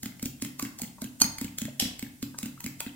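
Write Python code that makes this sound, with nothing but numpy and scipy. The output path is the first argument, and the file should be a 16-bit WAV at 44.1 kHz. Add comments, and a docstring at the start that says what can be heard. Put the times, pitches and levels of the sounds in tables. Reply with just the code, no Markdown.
"""A hard-walled kitchen, a close stereo microphone: a fork beats raw eggs in a glass bowl on a table.
About five strokes a second, tines graze the side and knock on the bottom, usually twice: skidding noise,
short pings and dull clacks. Each knock thumps the table in low sines; the egg plops, gulps and crackles.
Once the bare glass rings in decaying modes, once the fork clashes and bounces on the wall.
Noise tails and standing waves make the room, over a steady noise floor."""
import sys
import numpy as np
from scipy import signal
from scipy.fft import rfft, irfft, next_fast_len
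from scipy.io import wavfile
from scipy.ndimage import uniform_filter1d

SR = 44100
rng = np.random.default_rng(int(sys.argv[2]) if len(sys.argv) > 2 else 0)


def master(y):
    """Save y as 16-bit WAV."""
    cut = np.clip(np.atleast_2d(y).T, -1, 1)
    pcm = np.round(cut * 32767)  # scale
    wavfile.write(sys.argv[1], SR, pcm.astype(np.int16))


N = 130095

# Event and mode levels are relative; the trims further down shift them.
# tines knock on the bottom [t/s, tick level/dB, clack level/dB, thump level/dB, thump f/Hz, thump swell/s]
BOTTOM_KNOCKS = [(0.0329,-29,-39,-31,226,0.0038),(0.0588,-33,-36,-27.5,227,0.0037),(.228,-28.5,-41,-24.5,234,0.0036),(.2577,-26.5,-34,-25.5,246,.003),
                 (0.4228,-25,-34.5,-23.5,260.5,0.0039),(0.4494,-31.5,-35,-32.5,217,0.0037),(0.626,-26.5,-40.5,-24,265,0.0035),(.6516,-35,-35,-30,234,0.0043),
                 (.8185,-27,-65,-30,248,0.0032),(0.8344,-44,-42.5,-29.5,208,0.0032),(1.0193,-30.5,-47,-26.5,239,0.0049),(1.0432,-36,-41.5,-28,225,0.0033),
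                 (1.213,-23.5,-38,-23,254,0.0035),(1.2431,-26,-31,-24.5,200,0.0032),(1.4142,-28.5,-38.5,-24,253.4,0.00344),(1.446,-33.5,-37.5,-28,206,0.0028),
                 (1.618,-30,-36,-23.5,228.5,0.0045),(1.654,-34,-37,-28,225,0.0034),(1.823,-29,-31.5,-22.5,235,0.0028),(1.855,-37,-37,-29,194,.003),
                 (2.027,-33,-35.5,-26,245.6,0.0031),(2.2279,-30,-36,-23,253.5,0.0041),(2.431,-30,-37,-26,226,0.0044),(2.4589,-34.5,-39,-30,244,0.0031),
                 (2.6426,-31.5,-44,-29.5,212,0.0056),(2.6638,-29,-33,-28,248,0.0028),(2.8648,-44,-36,-27.5,248,0.0032)]
# tines graze the side [t/s, tick level/dB, clack level/dB]
SIDE_GRAZES = [(.1968,-44,-43),(.4004,-62,-52),(.5969,-26,-32.5),(.7888,-34,-62),(.7957,-36,-46),(1.2033,-28.5,-42.5),(1.3853,-31,-35.5),
               (1.5857,-24,-35.5),(1.9947,-31.5,-40.5),(2.3878,-27.5,-46),(2.414,-55,-53),(2.606,-36,-43),(2.8056,-24,-31),(2.8985,-68,-60)]
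# fork clashes on the wall [t/s, level/dB]
WALL_CLASHES = [(1.7967,-26.5),(1.7992,-18.5),(1.8084,-33),(1.822,-31)]
# fork rings the bare glass, one event [t/s, ring level/dB, crack level/dB]
GLASS_CLINK = (1.216,-6.5,-14.5)
# air pockets close in the egg [t/s, starting f/Hz, level/dB]
EGG_PLOPS = [(0.595,1116,-34.5),(.798,732,-43),(.982,900,-43.5),(1.02,616,-41.5),(1.412,880,-42.5),(1.68,590,-39),
             (1.80,748,-38),(2.342,900,-45),(2.342,1500,-51.5),(2.385,977,-45.5),(2.575,1260,-48.5),(2.603,900,-49.5),(2.802,1400,-43),(2.807,900,-41.5)]
# modes of the bowl damped by egg and fingers [f/Hz, relative level/dB, t60/s]
BOWL_MODES = [(900,-19,0.046),(1172,-18.5,0.043),(1400,-20.5,0.055),(2446,-19,0.091),(3114,-16,0.047),(4390,0,0.033),(4406,-7,0.02),(4800,-14.5,.07),(5000,-7,0.037),(6200,-3,0.033),(6497,2,0.031),(6550,-1.5,.035),(8920,-2,0.043),(11573,-9.5,0.039),(14493,-15,0.074)]
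# dull modes of the full bowl, before chance detuning [f/Hz, relative level/dB, t60/s]
CLACK_MODES = [(880,-13,0.011),(1620,-49,0.0081),(2127,0.5,0.014),(2610,1,0.013),(3106,-0.5,0.011),(4170,-6,0.0085)]
# spectrum of tines skidding on glass [f/Hz, relative level/dB]
TICK_SPECTRUM = [(300,-9.5),(600,-10.5),(1100,-13),(2500,-11.5),(4200,-3),(5800,-2),(7300,3),(8600,-1.5),(9600,-8.5),(12500,-6.5),(15300,1.5),(17000,-7.5)]
# spectrum of the fork on the wall [f/Hz, relative level/dB]
CLASH_SPECTRUM = [(100,-17.5),(700,-10.5),(1100,-18.5),(2400,-11.5),(3200,1.5),(4200,-0.5),(5800,-4.5),(7500,1),(9100,-9.5),(10400,-5),(13000,-8.5),(16000,-20)]
# spectrum of the crack on bare glass [f/Hz, relative level/dB]
CRACK_SPECTRUM = [(200,-5),(1200,3),(3200,-11),(5000,9.5),(8000,1.5),(12000,1),(16000,7)]
# colour of the kitchen's reflections [f/Hz, relative level/dB]
ROOM_SPECTRUM = [(60,-20.5),(150,-16),(270,-5),(380,-9.5),(520,-2.5),(850,2),(2200,-1.5),(4500,-2),(8000,-4),(12000,-0.5),(16000,1.5)]
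# spectrum of the noise floor [f/Hz, relative level/dB]
FLOOR_SPECTRUM = [(25,-14),(60,-12.5),(130,1.5),(260,-5),(500,-25.5),(1000,-29),(3000,-27),(8000,-20.5),(16000,-23)]
# decay of the kitchen's diffuse tail [f/Hz, t60/s]
ROOM_DECAY = [(100,0.66),(500,0.58),(1500,0.57),(4000,0.42),(9000,0.32),(16000,.25)]
# low standing waves between the walls [f/Hz, relative level/dB, t60/s]
STANDING_WAVES = [(64,-1,0.59),(98.7,-6.5,0.67),(136.9,6,0.52),(184.2,-5.5,0.56),(223,-5.5,0.32),(249,-7,0.32),(286.8,1,0.41)]

TICK_RISE_S, TICK_FALL_S = 0.0015, 0.0012
TICK_TRIM_DB, CLACK_TRIM_DB, THUMP_TRIM_DB = -2, -2.5, -0.5
SKID_TO_TICK_DB, SKID_BUILD_S = -8.5, 0.0049
GRIT = 0.77  # how far a few micro-impacts stand out of a skid
TINE_HZ = [7160, 7800, 8360, 10220, 11320, 13300, 15300]  # before chance detuning
TINE_T60_S, TINE_TO_TICK_DB, TINE_SCATTER_DB = 0.0076, -6, 6.5

THUMP_WIDTH_S = 0.0033  # a swell of this length keeps its plain shape
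SHOVE_HZ, SHOVE_TO_THUMP_DB, SHOVE_PEAK_S = 120.1, -20, 0.013

PLOP_RISE_S, PLOP_FALL_S, PLOP_GLIDE_PER_S, PLOP_FROTH = 0.002, 0.0041, 7.1, 0.42
CRACKLE_DB, CRACKLE_FALL_S, CRACKLE_POPS_PER_S = -50, 0.015, 450
GULP_HZ, GULP_TO_THUMP_DB = 552, -27.5
BUBBLE_HZ, BUBBLE_SCATTER_OCTAVES, BUBBLE_CYCLES = 2490, 0.37, 4.3
BUBBLE_DB, BUBBLE_SCATTER_DB, BUBBLE_SPREAD_S = -51, 2.5, 0.018

LATE_DB, EARLY_DB, EARLY_FALL_S = -2.5, -6, 0.0066  # before the room's colour
STANDING_DB, FLOOR_DB = -57.9576, -54
STROKE_S = 0.2
# sends to the kitchen, relative to the direct sound
THUMP_SEND_DB, EGG_SEND_DB, CLINK_SEND_DB, CLASH_SEND_DB = -1, -4.5, -5, 5.5
MID_LEFT_DB = 6.5  # left port over right port at 1300 Hz
PORT_LAG_S = 0.00009
TOP_HZ = 15700


def undb(db):
    """Decibels to amplitude gain."""
    return np.exp(np.asarray(db) * np.log(10) / 20)


def clock(s):
    """Sample times over s seconds."""
    return np.arange(int(s * SR)) / SR


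def curve(points, hz):
    """Read a table on a log-frequency axis."""
    p = np.array(points, float)
    return np.interp(np.log(np.maximum(hz, 1)), np.log(p[:, 0]), p[:, 1])


def colour(x, points, size=2048):
    """Minimum-phase filter with the given spectrum: no sound arrives ahead of its cause."""
    log_gain = curve(points, np.arange(size // 2 + 1) * SR / size) * np.log(10) / 20
    cepstrum = irfft(log_gain)
    # folding the cepstrum onto positive times makes the filter causal
    cepstrum[1:size // 2] *= 2
    cepstrum[size // 2 + 1:] = 0
    taps = irfft(np.exp(rfft(cepstrum)))
    if x.ndim > 1:
        taps = taps[None]
    return signal.oaconvolve(x, taps, axes=-1)[..., :x.shape[-1]]


def burst(x, db):
    """Give a short sound the energy of 2.5 ms at this RMS level."""
    return x * undb(db) * np.sqrt(0.0025 * SR / np.sum(x ** 2))


def add(out, s, x):
    """Mix x into out at time s."""
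    i = max(int(s * SR), 0)
    out[i:i + len(x)] += x[:N - i]


def ring(modes, seconds, spread=0.0):
    """A struck body: decaying sine modes, detuned by chance when spread is above zero."""
    t = clock(seconds)
    total = np.zeros(len(t))
    for hz, db, t60 in modes:
        detuned = hz * (1 + spread * rng.standard_normal())
        total += undb(db - 60 * t / t60) * np.sin(2 * np.pi * detuned * t)
    return total


def pair(n):
    """Noise at two microphone ports: much alike in the bass, unrelated in the treble."""
    m = 2 * next_fast_len(n // 2 + 1)
    hz = np.arange(m // 2 + 1) * SR / m
    likeness = np.clip(0.85 * np.sinc(hz / 1200), -1, 1)
    mid = irfft(rfft(rng.standard_normal(m)) * np.sqrt((1 + likeness) / 2))[:n]
    side = irfft(rfft(rng.standard_normal(m)) * np.sqrt((1 - likeness) / 2))[:n]
    return np.array([mid + side, mid - side])


def chatter(spectrum, db, rise_s, fall_s):
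    """Metal skids on glass in uneven micro-impacts, peaking 5 ms in."""
    t = clock(0.03) - 0.005
    shape = np.exp(np.minimum(t / rise_s, -t / fall_s))
    impacts = rng.standard_normal(len(t)) * np.exp(GRIT * rng.standard_normal(len(t)))
    return burst(colour(shape * impacts, spectrum), db)


def noise_floor():
    """A steady coloured noise at both ports lies under everything."""
    floor = colour(pair(N), FLOOR_SPECTRUM)
    return undb(FLOOR_DB) * floor / floor.std()


def tines():
    """Every contact: a skid builds to a bright tick, a damped clack and pings that vary by chance."""
    out, t = np.zeros(N), clock(0.02)
    skid_shape = np.exp((t - t[-1]) / SKID_BUILD_S)
    for s, tick_db, clack_db, *_ in list(BOTTOM_KNOCKS) + list(SIDE_GRAZES):
        db = tick_db + TICK_TRIM_DB
        add(out, s - 0.005, chatter(TICK_SPECTRUM, db, TICK_RISE_S, TICK_FALL_S))
        skid = colour(skid_shape * rng.standard_normal(len(t)), TICK_SPECTRUM)
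        add(out, s - t[-1], burst(skid, db + SKID_TO_TICK_DB))
        pings = [(f, TINE_SCATTER_DB * rng.standard_normal(), TINE_T60_S) for f in TINE_HZ]
        add(out, s, burst(ring(pings, 0.03, spread=0.016), db + TINE_TO_TICK_DB))
        clacks = [(f, level + 3 * rng.standard_normal(), t60) for f, level, t60 in CLACK_MODES]
        add(out, s - 0.0007, burst(ring(clacks, 0.05, spread=0.035), clack_db + CLACK_TRIM_DB))
    return out


def kitchen(x):
    """Early reflections, a diffuse tail that dulls as it fades, and low standing waves."""
    t = clock(0.7)
    hz = np.arange(len(t) // 2 + 1) * SR / len(t)
    noise, tail = rfft(pair(len(t))), 0
    # overlapping bands, each with its own decay
    for k, (_, t60) in enumerate(ROOM_DECAY):
        share = curve([(f, j == k) for j, (f, _) in enumerate(ROOM_DECAY)], hz)
        tail = tail + irfft(noise * share, len(t)) * undb(-60 * t / t60)

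    def unit(h):
        """Unit energy per port, averaged over the two."""
        return h / np.sqrt(np.sum(h ** 2) / 2)

    late = unit(tail * (1 - np.exp(-(t / 0.0076) ** 2)))
    early_shape = np.exp(-t / EARLY_FALL_S) * (1 - np.exp(-(t / 0.00033) ** 2))
    early = unit(pair(len(t)) * early_shape)
    response = colour(undb(LATE_DB) * late + undb(EARLY_DB) * early, ROOM_SPECTRUM)
    response = response + undb(STANDING_DB) * ring(STANDING_WAVES, 0.7)
    return signal.fftconvolve(response, x[None], axes=1)[:, :N]


def reflections(x, count=3):
    """Hands and fork move, so neighbouring strokes meet different reflections, used in rotation."""
    turn = np.arange(N) / SR / STROKE_S
    total = np.zeros((2, N))
    for k in range(count):
        distance = abs((turn - k + 1) % count - 1)
        total += kitchen(x * np.sqrt(np.clip(1 - distance, 0, 1)))
    return total


def bubbles(count=4):
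    """At each knock the egg gulps once, then a few small bubbles snap: short decaying sine grains."""
    out, t = np.zeros(N), clock(0.04)

    def grain(hz):
        """A sine that swells and dies within a few cycles."""
        return hz * t * np.exp(-2 * hz * t / BUBBLE_CYCLES) * np.sin(2 * np.pi * hz * t)

    for s, _, _, thump_db, *_ in BOTTOM_KNOCKS:
        gulp_hz = GULP_HZ * (1 + 0.058 * rng.standard_normal())
        add(out, s, burst(grain(gulp_hz), thump_db + GULP_TO_THUMP_DB))
        for when, pitch, size in rng.standard_normal((count, 3)):
            bubble_hz = BUBBLE_HZ * 2 ** (BUBBLE_SCATTER_OCTAVES * pitch)
            snap = burst(grain(bubble_hz), BUBBLE_DB + BUBBLE_SCATTER_DB * size)
            add(out, s + BUBBLE_SPREAD_S * abs(when), snap)
    return out


def crackle():
    """Wet egg crackles in sparse random pops, faint throughout and strong after each knock."""
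    stir, t = np.zeros(N), clock(0.12)
    for s, *_ in BOTTOM_KNOCKS:
        add(stir, s, np.exp(-t / CRACKLE_FALL_S))
    struck = rng.random(N) < CRACKLE_POPS_PER_S / SR
    pops = colour(struck * rng.standard_normal(N), TICK_SPECTRUM)
    return undb(CRACKLE_DB) * (stir + 0.038) * pops / pops.std()


def table():
    """Each knock pushes the bowl into the table: low cycles swell and die, over a slower shove."""
    out, t = np.zeros(N), clock(0.1)
    shove_swell = (t / SHOVE_PEAK_S * np.exp(1 - t / SHOVE_PEAK_S)) ** 2
    shove = undb(SHOVE_TO_THUMP_DB) * shove_swell * np.sin(2 * np.pi * SHOVE_HZ * t)
    for s, _, _, db, hz, swell_s in BOTTOM_KNOCKS:
        u = t / swell_s
        swell = (u * np.exp(1 - u)) ** (swell_s / THUMP_WIDTH_S)
        thump = undb(db + THUMP_TRIM_DB) * (swell * np.sin(2 * np.pi * hz * t) + shove)
        add(out, s + 0.0008, thump)
    return out


def plops():
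    """Air pockets close in the egg: short sines rise in pitch, roughened by slow noise as froth."""
    out, t = np.zeros(N), clock(0.12)
    shape = (1 - np.exp(-t / PLOP_RISE_S)) ** 2 * np.exp(-t / PLOP_FALL_S)
    shape = shape / shape.max()
    for s, hz, db in EGG_PLOPS:
        froth = uniform_filter1d(rng.standard_normal((2, len(t))), size=70)
        in_phase, quadrature = PLOP_FROTH * froth / froth.std()
        phase = 2 * np.pi * hz * (t + PLOP_GLIDE_PER_S * t ** 2 / 2)
        tone = (1 + in_phase) * np.sin(phase) + quadrature * np.cos(phase)
        add(out, s, undb(db) * shape * tone)
    return out


def clink():
    """The fork meets bare glass: a noisy crack, then the damped bowl's brief high modes."""
    out = np.zeros(N)
    s, ring_db, crack_db = GLASS_CLINK
    onset = 1 - np.exp(-clock(0.25) / 0.001)
    add(out, s, burst(ring(BOWL_MODES, 0.25) * onset, ring_db))
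    add(out, s - 0.0045, chatter(CRACK_SPECTRUM, crack_db, rise_s=0.0004, fall_s=0.005))
    return out


def clashes():
    """The fork hits the wall and bounces: harsh metallic clicks of gritty noise."""
    out = np.zeros(N)
    for s, db in WALL_CLASHES:
        click = chatter(CLASH_SPECTRUM, db, rise_s=0.00067, fall_s=0.0016)
        add(out, s - 0.005, click)
    return out


def scene():
    """The bowl sits close, a little left of the microphone, with the kitchen around it."""
    floor = noise_floor()
    ticks, thumps, wet = tines(), table(), bubbles() + crackle() + plops()
    glass, metal = clink(), clashes()
    near = ticks + thumps + wet + glass + metal
    # the right port hears the bowl a few samples later
    lagged = np.interp(np.arange(N) - round(PORT_LAG_S * SR), np.arange(N), near)
    # left-port tilt [f/Hz, level/dB]; the right port gets its opposite
    tilt = [(500, -0.071), (1300, MID_LEFT_DB / 2), (4500, -1.5), (9000, -1.9), (15000, 0.43)]
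    opposite = [(f, -level) for f, level in tilt]
    direct = np.array([colour(near, tilt), colour(lagged, opposite)])
    send = ticks + undb(THUMP_SEND_DB) * thumps + undb(EGG_SEND_DB) * wet
    send = send + undb(CLINK_SEND_DB) * glass + undb(CLASH_SEND_DB) * metal
    return direct + reflections(send) + floor


def record(dry):
    """The recorder cuts the top with a steep low-pass."""
    return signal.sosfilt(signal.ellip(8, 0.2, 70, TOP_HZ, fs=SR, output="sos"), dry)


dry = scene()
out = record(dry)
master(out)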